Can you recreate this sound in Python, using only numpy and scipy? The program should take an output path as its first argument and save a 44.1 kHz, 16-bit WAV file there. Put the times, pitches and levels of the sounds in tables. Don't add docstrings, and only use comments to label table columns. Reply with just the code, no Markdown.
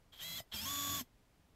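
import sys
import numpy as np
from scipy import signal
from scipy.fft import rfft, irfft
from scipy.io import wavfile

SR = 44100
rng = np.random.default_rng(int(sys.argv[2]) if len(sys.argv) > 2 else 0)


def store_pcm(level_fs):
    pcm = np.round(np.clip(level_fs, -1, 1) * 32767).astype(np.int16)
    wavfile.write(sys.argv[1], SR, np.atleast_2d(pcm).T)


N = 68355
T = np.arange(N) / SR
BIN_HZ = np.fft.rfftfreq(N, 1 / SR)
BAND_EDGE_HZ = 15750


def amp(db):
    return 10 ** (np.asarray(db) / 20)


def unit_rms(x):
    return x / np.sqrt(np.mean(x ** 2) + 1e-20)


def curve(points):
    return np.interp(T, *np.transpose(points))


def colour(x, spectrum):
    freq_hz, gain_db = np.transpose(spectrum)
    bin_db = np.interp(np.log(BIN_HZ + 1), np.log(freq_hz), gain_db)
    return irfft(rfft(x) * amp(bin_db), N)


def noise(spectrum):
    return unit_rms(colour(rng.standard_normal(N), spectrum))


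def drift(cutoff_hz):
    return unit_rms(irfft(rfft(rng.standard_normal(N)) / (1 + (BIN_HZ / cutoff_hz) ** 4), N))


def rough_tone(cycles, roughness, flutter_hz):
    flutter = 1 + roughness * (drift(flutter_hz) + 1j * drift(flutter_hz))
    return (flutter * np.exp(2j * np.pi * (cycles + rng.random()))).real


def mode(start_s, freq_hz, level_db, t60_s, rise_s=0.0019):
    age_s = np.maximum(T - start_s, 0)
    envelope = np.minimum(age_s / rise_s, 1) * amp(level_db - 60 * age_s / t60_s)
    return envelope * np.sin(2 * np.pi * freq_hz * age_s)


# freq_hz, gain_db
ROOM_SPECTRUM = [(12, -42), (20, 2), (85, -4), (140, -9.5), (274, -15), (416, -14.5), (491, -16),
                 (725, -17.5), (1300, -22.5), (2150, -24.5), (15500, -37.5)]

def room_hush(level_db=-69.5):
    return amp(level_db) * noise(ROOM_SPECTRUM)


def room_echo(source, gain_db=-16.5, t60_s=0.12):
    age_s = T[:SR // 3]
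    tail = rng.standard_normal(len(age_s)) * amp(-60 * age_s / t60_s)
    tail /= np.linalg.norm(tail)
    return amp(gain_db) * signal.fftconvolve(source, tail[None], axes=1)[:, :N]


# time_s, level_db
CLOTH_ENVELOPE = [(.19, -79), (.235, -69), (.4, -59), (.44, -90), (.52, -95), (.545, -50), (.59, -72),
                  (.64, -57.5), (.8, -60.5), (.97, -52), (1.015, -57.5), (1.045, -76)]
# freq_hz, gain_db
CLOTH_SPECTRUM = [(20, -21), (60, 0), (110, 8), (220, 1.5), (310, 0), (420, -13), (1000, -29), (4000, -66)]

def cloth_flap():
    return noise(CLOTH_SPECTRUM) * amp(curve(CLOTH_ENVELOPE))


# start_s, length_s, level_db
TORQUE_BURSTS = [(0.12, 0.028, -57.5), (0.15, 0.042, -62), (0.185, 0.031, -53), (0.515, .026, -43.5)]
# freq_hz, gain_db
HOUSING_SPECTRUM = [(300, -24.5), (2000, -17.5), (2850, -21), (3220, 1), (3550, -11.5), (4100, -15.5),
                    (5000, -30), (15000, -47)]

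def housing_ring(rise_s=0.011, decay_s=0.0063):
    envelope = np.zeros(N)
    for start_s, length_s, level_db in TORQUE_BURSTS:
        attack = np.clip((T - start_s) / rise_s, 0, 1)
        release = np.exp(-np.maximum(T - start_s - length_s, 0) / decay_s)
        envelope += amp(level_db) * attack * release
    return envelope * noise(HOUSING_SPECTRUM)


# start_s, thud_db, knock_db, ring_db, thud_hz
BRAKE_STOPS = [(.402, -47, -38.5, -55, 118), (1.01, -39, -46.5, -63.5, 246)]
# freq_hz, gain_db, t60_s
CHUCK_MODES = [(2000, 3, 0.083), (5050, 1, 0.079), (8970, -7.5, 0.12), (14000, -1, 0.086)]

def brake_clunk():
    out = np.zeros(N)
    for start_s, thud_db, knock_db, ring_db, thud_hz in BRAKE_STOPS:
        out += mode(start_s, thud_hz, thud_db, t60_s=0.064)
        out += mode(start_s, freq_hz=663, level_db=knock_db, t60_s=0.031)
        for freq_hz, gain_db, t60_s in CHUCK_MODES:
            out += mode(start_s, freq_hz, ring_db + gain_db, t60_s)
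    return out


# cycles_per_turn, gain_db, roughness
HUM_PARTIALS = [(.343, -57.5, .45), (.572, -63, 0.38), (1, -51, 0.26)]

def imbalance_hum(speed_hz, turns, full_speed_hz=271.4):
    out = np.zeros(N)
    for cycles_per_turn, gain_db, roughness in HUM_PARTIALS:
        out += amp(gain_db) * rough_tone(cycles_per_turn * turns, roughness, flutter_hz=35)
    return out * (speed_hz / full_speed_hz) ** 1.78


# time_s, gain_db
RASP_ENVELOPE = [(.11, -100), (.128, -66), (.185, -63.5), (.228, -48), (.26, -49.5), (.385, -47.5),
                 (.401, -48.5), (.412, -57.5), (.445, -95), (.51, -77), (.526, -59), (.546, -45.5),
                 (.6, -46.5), (.69, -42), (.8, -42), (.97, -41), (1.011, -42), (1.028, -62), (1.05, -93)]
# freq_hz, gain_db
RASP_SPECTRUM = [(100, -7.5), (430, -10.5), (620, -1.5), (900, -7), (1600, -2), (2450, -5), (3250, 2),
                 (3800, -1), (4600, -1.5), (5400, -2.5), (6300, -2), (7600, 0.5), (8600, -8.5), (10400, -8),
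                 (11800, -1.5), (13000, 4), (14300, -4.5), (15800, -13)]
# freq_hz, gain_db
RASP_SIDE_SPECTRUM = [(100, -52), (3000, -58), (5500, -6), (7000, -30), (8500, -5.5), (10500, -3.5),
                      (13000, -29), (16000, 4)]

def brush_and_gear_rasp(speed_hz, turns, grain_db=3.5, buzz_db=-6.5, flicker_db=1.03, trim_db=-1):
    tick_depth, flutter_depth, flutter_hz = 0.13, 0.1, 42.2
    grains = rng.standard_normal(N) * amp(grain_db * rng.standard_normal(N))
    buzz = np.zeros(N)
    for harmonic in range(2, 90):
        in_band = harmonic * speed_hz < BAND_EDGE_HZ
        buzz += np.cos(2 * np.pi * (harmonic * turns + rng.random())) * rng.rayleigh() * in_band
    impacts = unit_rms(grains) + amp(buzz_db) * unit_rms(buzz)
    ticks = 1 + tick_depth * (np.cos(2 * np.pi * turns) + np.cos(2 * np.pi * 4 * turns))
    flutter = 1 + flutter_depth * np.cos(2 * np.pi * flutter_hz * T)
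    flicker = amp(flicker_db * drift(cutoff_hz=500))
    mid = unit_rms(colour(impacts * ticks * flutter * flicker, RASP_SPECTRUM))
    side = colour(noise(RASP_SPECTRUM), RASP_SIDE_SPECTRUM)
    return np.array([mid + side, mid - side]) * amp(trim_db + curve(RASP_ENVELOPE))


# cycles_per_turn, slow_db, middle_db, full_db
WHINE_PARTIALS = [(4, -68, -65, -45.5), (5.71, -72, -68, -60), (8, -90, -84, -74), (12, -72, -55, -53),
                  (12.353, -53.5, -72, -46), (16, -63.5, -41, -80), (20, -47, -62, -63.5),
                  (24, -48.5, -46, -44.5), (24.706, -54, -60, -78), (40, -59.5, -73, -64),
                  (41.42, -73, -62, -54.5)]
# slow_hz, middle_hz, full_hz
WHINE_SPEEDS_HZ = [175, 203.5, 271.4]

def motor_whine(speed_hz, turns, end_s=1.035):
    out = np.zeros(N)
    for cycles_per_turn, *gains_db in WHINE_PARTIALS:
        gain = amp(np.interp(speed_hz, WHINE_SPEEDS_HZ, gains_db))
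        out += gain * rough_tone(cycles_per_turn * turns, roughness=0.16, flutter_hz=108)
    low_speed_fade = np.clip(speed_hz / WHINE_SPEEDS_HZ[0], 0, 1) ** 2
    return out * low_speed_fade * (T < end_s)


# time_s, speed_hz
MOTOR_SPEED = [(.12, 20.5), (.19, 74.5), (.215, 151), (.24, 159), (.25, 163.5), (.28, 166), (.345, 165.5),
               (.377, 172.5), (.386, 160.5), (.4, 151), (.412, -0.5), (.515, 0), (.538, 222), (.558, 228.5),
               (.564, 203), (.58, 197.5), (.607, 208.5), (.617, 222.5), (.651, 226.5), (.657, 266.5),
               (.68, 274.5), (.698, 283.5), (.8, 283.5), (.955, 283), (.982, 282), (1.012, 257),
               (1.04, 168)]
# time_s, gain_db
TONE_ENVELOPE = [(.185, -46), (.215, 0), (.248, -0.5), (.39, 0), (.412, -7), (.525, -17), (.545, -1),
                 (.57, -2.5), (.7, -1), (.95, 0.5), (.985, -2.5), (1.008, -6), (1.035, -29.5)]

def motor(wobble_depth=0.0013):
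    speed_hz = np.maximum(curve(MOTOR_SPEED), 0) * (1 + wobble_depth * drift(cutoff_hz=60.3))
    turns = np.cumsum(speed_hz) / SR
    rasp = brush_and_gear_rasp(speed_hz, turns)
    tones = motor_whine(speed_hz, turns) + imbalance_hum(speed_hz, turns)
    return rasp + tones * amp(curve(TONE_ENVELOPE))


def scene():
    drill = motor() + cloth_flap() + housing_ring() + brake_clunk()
    return drill + room_echo(drill) + room_hush()


def record(dry):
    lowpass = signal.firwin(511, BAND_EDGE_HZ, window=("kaiser", 9), fs=SR)
    return signal.oaconvolve(dry, lowpass[None], "same")


dry = scene()
out = record(dry)
store_pcm(out)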